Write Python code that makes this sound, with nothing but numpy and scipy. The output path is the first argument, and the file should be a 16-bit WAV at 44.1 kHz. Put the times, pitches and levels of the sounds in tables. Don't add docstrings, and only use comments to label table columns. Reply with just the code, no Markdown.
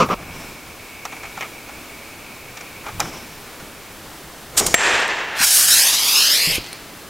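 import sys
import numpy as np
from scipy import signal
from scipy.fft import rfft, irfft, next_fast_len
from scipy.io import wavfile
from scipy.ndimage import uniform_filter1d, map_coordinates

SR = 44100
rng = np.random.default_rng(int(sys.argv[2]) if len(sys.argv) > 2 else 0)


def volts(x):
    e = np.asarray(x, float) / 20
    return 10 ** e


def int16_out(signal):
    q = np.round(np.clip(np.atleast_2d(signal).T, -1, 1) * 32767)
    wavfile.write(sys.argv[1], SR, q.astype(np.int16))


N = 312864
SNAP_S = 4.7419



def rms_one(x):
    return x / np.sqrt(np.mean(x ** 2) + 1e-20)


def in_time(rows):
    s, *columns = np.transpose(rows)
    return [np.interp(np.arange(N) / SR, s, c) for c in columns]


def gate(rows, fade_s=0.012):
    first, last = rows[0][0], rows[-1][0]
    return np.interp(np.arange(N) / SR, [first - fade_s, first, last, last + fade_s], [0, 1, 1, 0])


def colour(x, points):
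    size = next_fast_len(N)
    hz = np.maximum(np.arange(size // 2 + 1) * SR / size, 1)
    point_hz, point_db = np.array(points).T
    gain = volts(np.interp(np.log(hz), np.log(point_hz), point_db))
    return irfft(rfft(x, size) * gain, size)[:N]


def noise(points):
    return rms_one(colour(rng.standard_normal(N), points))


def drift(rate):
    r = np.exp(-2 * np.pi * rate / SR)
    slow = signal.lfilter([1], [1, -2 * r, r * r], rng.standard_normal(N + SR))
    return rms_one(slow[SR:])


def resonate(x, modes):
    out = 0
    for k, (hz, width, db) in enumerate(modes):
        r = np.exp(-np.pi * width / SR)
        zeros = [(1 - r * r) / 2, 0, (r * r - 1) / 2]
        poles = [1, -2 * r * np.cos(2 * np.pi * hz / SR), r * r]
        out = out + (-1) ** k * volts(db) * signal.lfilter(zeros, poles, x)
    return out


def piped(points, pipes):
    jet = noise(points)
    return jet + resonate(jet, pipes)


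def ring(s, hz, db, t60):
    t = np.maximum(np.arange(N) / SR - s, 0)
    return volts(db - 60 * np.minimum(t / t60, 4)) * np.sin(2 * np.pi * hz * t)


def swell(rows):
    out = np.zeros(N)
    for s, db, rise, fall in rows:
        i = np.arange(max(int((s - 4 * rise) * SR), 0), min(int((s + 9 * fall) * SR), N))
        t = i / SR - s
        growing = np.exp(-.5 * (t / rise) ** 2)
        dying = np.exp(-np.maximum(t, 0) / fall)
        out[i] += volts(db) * np.where(t < 0, growing, dying)
    return out


def bursts(rows, bands, end_s=9.0, fade_s=0.017):
    s, db, rise, fall, bright_db = np.transpose(rows)
    shut = np.interp(np.arange(N) / SR, [end_s, end_s + fade_s], [1, 0])
    gains = []
    for k, (band_db, slower, longer) in enumerate(bands):
        band_rows = np.c_[s, db + band_db + k * bright_db, rise * slower, fall * longer]
        gains.append(shut * swell(band_rows))
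    return gains


def air(gains, jet, flutter_db):
    low_hz, high_hz = 3000, 7000
    low = signal.sosfilt(signal.butter(4, low_hz, fs=SR, output="sos"), jet)
    high = signal.sosfilt(signal.butter(4, high_hz, "high", fs=SR, output="sos"), jet)
    middle = signal.sosfilt(signal.butter(3, [low_hz, high_hz], "band", fs=SR, output="sos"), jet)
    flow = sum(gain * rms_one(band) for gain, band in zip(gains, (low, middle, high)))
    return volts(flutter_db * drift(22)) * flow


def echo(x, rows, wobble):
    lag_ms, strength = in_time(rows)
    strength = np.clip(strength * volts(2.5 * drift(8) - 1), 0, 1)
    return strength * map_coordinates(x, [np.arange(N) - (lag_ms + wobble) * SR / 1000], order=3)


def own_noise():
    own_spectrum = [(12, -31), (20, 0), (64, 0), (416, -10), (764, -13.5), (1260, -14.5), (5250, -13.5),
                    (10500, -14), (12000, -20), (16000, -28)]
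    return volts(-53) * noise(own_spectrum)


def room_noise():
    room_spectrum = [(15, -12), (30, -6), (100, -1.5), (300, 4.5), (700, 0.5), (1400, -1), (2500, -5),
                     (5000, -8.5), (10000, -12), (15000, -13), (16500, -14)]
    return volts(-38.5 + 0.54 * drift(2.6)) * noise(room_spectrum)


def leak():
    # time in seconds, level in dB.
    leak_level = [(0.16, -40.5), (0.65, -46), (1.25, -42), (1.5, -43.5), (3.25, -45), (3.4, -51),
                  (3.92, -50.5), (4.1, -71)]
    leak_pipes = [(2203, 190, 2), (2630, 500, -2)]
    whistle = resonate(resonate(rng.standard_normal(N), leak_pipes), leak_pipes)
    level_db = in_time(leak_level)[0] + 1.2 * drift(14)
    return gate(leak_level, fade_s=0.045) * volts(level_db) * rms_one(whistle)


def table_shaking():
    # time of the top in seconds, level in dB, rise and fall in seconds.
    rumble = [(.01, -30.5, .02, 0.044), (.06, -36, .02, 0.25), (3.0, -40, 0.086, 0.11),
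              (4.67, -31.5, 0.08, .07), (4.88, -45, .03, .2), (5.454, -48, .06, .03), (6.5, -43, .02, .08),
              (6.6, -46, .03, .05)]
    rumble_spectrum = [(15, 2), (30, 2.5), (100, 3.5), (180, 0), (260, -27)]
    shaking = volts(2.0 * drift(9)) * noise(rumble_spectrum)
    return swell(rumble) * shaking, volts(-50.5) * shaking


def settling():
    rustles, rustle_bands = [(.19, -35, 0.014, 0.16, -8), (.41, -46.5, .08, 0.1, 7.5),
                             (3.02, -30.5, .004, 0.085, 3.5), (3.18, -49, .04, .2, 0)], [(0.5, 1.1, 0.97), (-9, 1.01, 1.34), (-17.5, 0.68, 0.96)]
    rustle_spectrum, rustle_pipes = [(88, -26), (150, -1.5), (303, -4), (376, -7), (774, -7.5), (941, -8),
                                     (1340, -12.5), (3840, -22.5), (5460, -27), (16000, -34)], [(5250, 240, 12), (5940, 400, 12),
                                                            (7600, 300, 1)]
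    return air(bursts(rustles, rustle_bands), piped(rustle_spectrum, rustle_pipes), flutter_db=2.0)


def dragging():
    # time in seconds, level in dB, brightness in dB (once in the middle band, twice in the high).
    pulls = [(0, -13, 0.5), (.032, -14.5, 0.5), (.05, -24, -1), (.082, -36, -3), (.097, -32, -3),
             (.104, -20, -4), (.122, -16.5, -4), (.141, -19, -4), (.149, -36, -3), (.16, -40, 0)]
    pull_bands = [0, -15, -29]
    pull_spectrum, pull_modes = [(88, -27), (150, 1), (249, 0.5), (297, -2), (406, -4.5), (578, -6.5),
                                 (821, -9), (1190, 4), (1630, -23), (2400, -12), (3620, -25.5), (5570, -23),
                                 (16000, -61)], [(507, 120, 1), (1250, 170, 8), (1630, 300, 4),
                                                      (2280, 180, 7)]
    drag_db, bright_db = in_time(pulls)
    gains = [gate(pulls) * volts(drag_db + band_db + k * bright_db) for k, band_db in enumerate(pull_bands)]
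    return air(gains, piped(pull_spectrum, pull_modes), flutter_db=1.0)


def scuffing():
    # start in seconds, levels of grip, barrel and nose in dB,
    # rise in milliseconds (the top comes one rise after the start).
    scuffs = [(0.087, -25, -32, -40, .5), (0.189, -44, -47, -52, 3), (0.224, -41, -49, -53, 3),
              (1.052, -28, -30, -27, 1.3), (1.124, -34, -34, -43, 5), (1.164, -40, -40, -46, 3),
              (1.232, -34, -35, -42, 5), (1.254, -40, -37, -44, 3), (1.374, -28.5, -33, -42, 1.2),
              (1.408, -29, -24.5, -33.5, 1.1), (1.424, -31, -25, -42, 1.3), (1.443, -35, -33, -48, 1.3),
              (1.689, -37, -42, -47, 3), (2.572, -40, -33, -35.5, 4), (2.609, -39, -39, -39, 3),
              (2.842, -36, -44, -51, 6), (2.863, -30.5, -34, -43, 5), (2.884, -29, -39, -46, 4),
              (3.002, -18, -20.5, -14.5, 1.2), (3.053, -31, -38, -41, 3), (3.599, -38, -39, -44, 3)]
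    grip, barrel, nose = [(450, 390, -10), (776, 98, 2.5), (1306, 245, -2)], [(1750, 430, -5.5), (2370, 190, 3.5), (3020, 600, -10.5)], [(3640, 700, 1), (4530, 400, 2), (5540, 920, 8),
                                                        (7500, 2100, 0.5), (10500, 5000, -7),
                                                        (14200, 2700, -29)]
    contact_fall = [0.013, 0.0094, 0.0047]
    grain_db = 2.8 * np.minimum(rng.exponential(1, N), 4)
    struck = rng.random(N) < 6000 / SR
    grains = volts(grain_db) * rng.choice([-1, 1], N) * struck
    s, *levels_db, rise_ms = np.transpose(scuffs)
    rise = rise_ms / 1000
    out = np.zeros(N)
    for modes, db, fall in zip((grip, barrel, nose), levels_db, contact_fall):
        pressure = swell(np.c_[s + rise, db, rise, np.full(len(s), fall)])
        out += resonate(pressure * grains + 1e-18, modes) / np.std(resonate(grains, modes))
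    return out


def knocks():
    # time in seconds, ring level in dB, pitch in Hz,
    # crack level in dB ahead of its high-pass.
    tick_rows = [(2.9974, -21, 8600, -22), (3.0025, -16, 10500, -12), (5.0035, -21, 8540, -22),
                 (5.0795, -20, 8570, -20), (6.6436, -32, 9000, -15), (6.6640, -34, 8100, -15),
                 (6.6702, -36, 8100, -19), (6.7298, -19, 9400, -17)]
    # time in seconds, starting level in dB, pitch in Hz, t60 in seconds.
    thuds = [(2.997, -15.5, 900, 0.016), (3.04, -32, 164, .05), (3.627, -26.5, 175, 0.026),
             (5.405, -26, 226, 0.06), (6.473, -22.5, 166, .16), (6.474, -27, 300, 0.0434),
             (6.582, -15, 330, 0.021)]
    partials = [(.45, -7.5), (1.0, -1), (1.36, -11)]   # (pitch ratio, dB)
    ticks = sum(ring(s, hz * k, db + partial_db, 0.0097 / k)
                for s, db, hz, _ in tick_rows for k, partial_db in partials)
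    crack_s = .00005
    cracks = swell([(s, crack_db, crack_s / 2, crack_s) for s, _, _, crack_db in tick_rows])
    cracks = signal.sosfilt(signal.butter(2, 700, "high", fs=SR, output="sos"), cracks + 1e-18)
    return ticks + cracks + sum(ring(s, hz, db, t60) for s, db, hz, t60 in thuds)


def filling():
    fills, fill_bands = [(4.565, -34.5, 0.029, .01, -5), (4.61, -19.5, 0.0069, 0.054, -3.5),
                         (4.68, -31.5, 0.0053, .045, -2)], [(-1.5, 1.01, 0.99), (-7.5, 1.01, 3.5), (-4, 0.92, 3.0)]
    fill_spectrum, fill_pipes = [(59, -40), (100, -11), (381, 2.5), (1100, -6.5), (1800, -14), (2170, -13),
                                 (2520, -18), (4570, -9), (4980, -9), (6990, -12), (8280, -16),
                                 (12400, -25), (16000, -33)], [(2200, 150, 0), (5000, 200, 9), (5600, 200, 4),
                                                      (6850, 300, 10)]
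    gains = bursts(fills, fill_bands, SNAP_S - .01)
    return air(gains, piped(fill_spectrum, fill_pipes), flutter_db=-0.5)


def blow_down():
    blow, blow_bands = [(4.87, -16.5, 0.068, .36, 0)], [(0, 0.91, 1), (-7, .9, .7), (-14, 1.1, .36)]
    blow_spectrum, blow_pipes = [(88, -49), (150, -19), (348, -4.5), (730, -3), (905, -4), (1340, -3),
                                 (1790, -1.5), (5570, -16), (7770, -22), (13400, -44), (16000, -62)], [(900, 100, -4.5), (1775, 240, 9), (2700, 160, -4)]
    return air(bursts(blow, blow_bands, 5.375), piped(blow_spectrum, blow_pipes), flutter_db=1.0)


def exhaust_jet():
    facing, aside, last_air = [(120, -50), (250, -23), (500, -14), (1200, -7), (1700, -3.5), (2300, -6),
                               (3300, -5.5), (5200, -1.5), (7500, -6), (10500, -4), (13000, -8),
                               (16000, -17.5)], [(120, -55), (200, -24), (401, -17.5), (509, -21),
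                                                    (569, -12.5), (883, -10), (1980, -10.5), (2860, -6.5),
                                                    (4200, -7.5), (4950, -3.5), (7010, -12.5),
                                                    (12200, -7.5), (16000, -20)], [(240, -38), (400, -13), (655, -14),
                                                                         (865, -17), (1630, -16),
                                                                         (2150, -3), (3530, -8), (4510, 0),
                                                                         (5780, -11.5), (12900, -6),
                                                                         (16000, -23)]
    passage = [(4950, 900, -1)]
    turn_span, ending_span = [5.8, 6.01], [6.3, 6.42]
    t = np.arange(N) / SR
    turned, ending = np.interp(t, turn_span, [0, 1]), np.interp(t, ending_span, [0, 1])
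    jet = np.sqrt(1 - turned) * noise(facing)
    jet += np.sqrt(turned * (1 - ending)) * rms_one(piped(aside, passage))
    jet += np.sqrt(ending) * rms_one(piped(last_air, passage))
    return jet


def low_hum():
    # time of the top in seconds, pitch in Hz, level in dB, half length in seconds.
    hums = [(5.695, 95, -45, 0.074), (5.69, 190.4, -44, 0.063)]
    t = np.arange(N) / SR
    return sum(volts(db) * np.exp(-.5 * ((t - s) / half) ** 2) * np.sin(2 * np.pi * hz * t)
               for s, hz, db, half in hums)


def exhaust():
    # time in seconds, level in dB.
    roar = [(5.36, -28.5), (5.44, -17), (5.46, -28), (5.606, -27), (5.794, -24), (6.098, -26.5),
            (6.206, -25), (6.556, -24), (6.61, -37)]
    # time in seconds, level in dB, treble relative to the hiss in dB.
    hiss = [(5.36, -42, -2), (5.39, -25.5, -4.5), (5.446, -13.5, -0.5), (5.46, -19.5, 2),
            (5.488, -16.5, -1), (5.554, -17.5, 5), (5.668, -19, 3), (5.728, -14.5, 0), (5.85, -17, 0),
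            (5.99, -17.5, -4.5), (6.052, -20.5, 1), (6.282, -15, -6.5), (6.334, -17.5, -4),
            (6.546, -25, -2), (6.556, -26, 2.5), (6.61, -38, -15)]
    tail, tail_bands = [(6.622, -39, .008, 0.19, 0)], [(1.5, 1.01, 0.96), (2, 1.01, .7), (-20, 1.01, .5)]
    # lag in milliseconds, rms strength.
    near_echoes = [(.3, .12), (.52, .11), (.76, .14), (.88, .11), (1.3, .1), (1.72, .08)]
    # time in seconds, mean lag in milliseconds, nominal strength 0-1.
    piston = [(5.37, 1.15, .5), (5.46, 1.29, .2), (5.7, 1.27, .2), (5.81, 1.17, .4), (6.0, .99, .5),
              (6.2, .73, .5), (6.42, .455, .45), (6.57, .325, .4), (6.61, .32, 0)]
    swing = [(5.58, .72, 0), (5.65, .65, .35), (5.78, .46, .35), (5.88, .31, .3), (5.92, .29, 0)]
    jet = exhaust_jet()
    wobble = .006 * drift(13.4)
    (roar_db,), (hiss_db, treble_db) = in_time(roar), in_time(hiss)
    gains = gate(hiss) * volts(np.array([roar_db, hiss_db, hiss_db + treble_db])) + bursts(tail, tail_bands)
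    jet += sum(strength * drift(6) * np.roll(jet, int(lag_ms * SR / 1000)) for lag_ms, strength in near_echoes)
    combed = jet + echo(jet, piston, wobble) + echo(jet, swing, wobble)
    return low_hum() + air(gains, combed, flutter_db=1.0)


def firing():
    # time of the top in seconds, level in dB, rise and fall in seconds.
    puffs = [(4.581, -8.5, 0.0058, 0.012), (4.601, -15.5, 0.0071, 0.002), (4.667, -9.5, 0.002, 0.0052)]
    puff_spectrum, snap_spectrum = [(59, -36), (100, -13), (461, -12), (1360, -8), (1720, -13), (8460, 0),
                                    (10200, -8), (15000, -13), (16000, -29)], [(59, -41), (100, -11), (461, -2), (1150, -13),
                                                         (1760, 2), (5080, -13.5), (7450, -10), (9210, -20),
                                                         (16000, -24)]
    # frequency in Hz, level in dB, t60 in seconds.
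    stem, jaws = [(7522, -15, .1), (7526, -24, 1.05)], [(2400, -19, 0.036), (1500, -16, .04), (710, -17, 0.08),
                                   (6250, -33, 0.25)]
    crack = swell([(SNAP_S, 10, .00003, 0.0026)]) * noise(snap_spectrum)
    ringing = sum(ring(SNAP_S, *mode) for mode in stem + jaws)
    return swell(puffs) * noise(puff_spectrum) + crack + ringing


def gain_control(loud, start_db=-14, slope=0.64, release_db_s=14):
    climb = release_db_s * np.arange(N) / SR
    level_db = 20 * np.log10(uniform_filter1d(np.abs(loud), size=44) + 1e-9)
    over = slope * np.maximum(level_db - start_db, 0)
    return volts(climb - np.maximum.accumulate(over + climb))


def scene():
    shaking_bursts, shaking_steady = table_shaking()
    gun = firing() + filling() + blow_down() + exhaust()
    gun += dragging() + scuffing() + knocks() + shaking_bursts
    quiet = room_noise() + leak() + shaking_steady + settling()
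    gain = gain_control(gun)
    side = gain * own_noise()
    return gun + gain * quiet + side * np.array([[1], [-1]])


def top_cut(x):
    return signal.sosfilt(signal.butter(12, 16480, fs=SR, output="sos"), x)


def record(dry):
    ceiling = .68
    clipped = dry / (1 + np.abs(dry / ceiling) ** 6) ** (1 / 6)
    low_pass = signal.cheby2(16, 60, 16400, fs=SR, output="sos")
    mix = signal.sosfilt(low_pass, clipped)
    return top_cut(mix)


dry = scene()
out = record(dry)
int16_out(out)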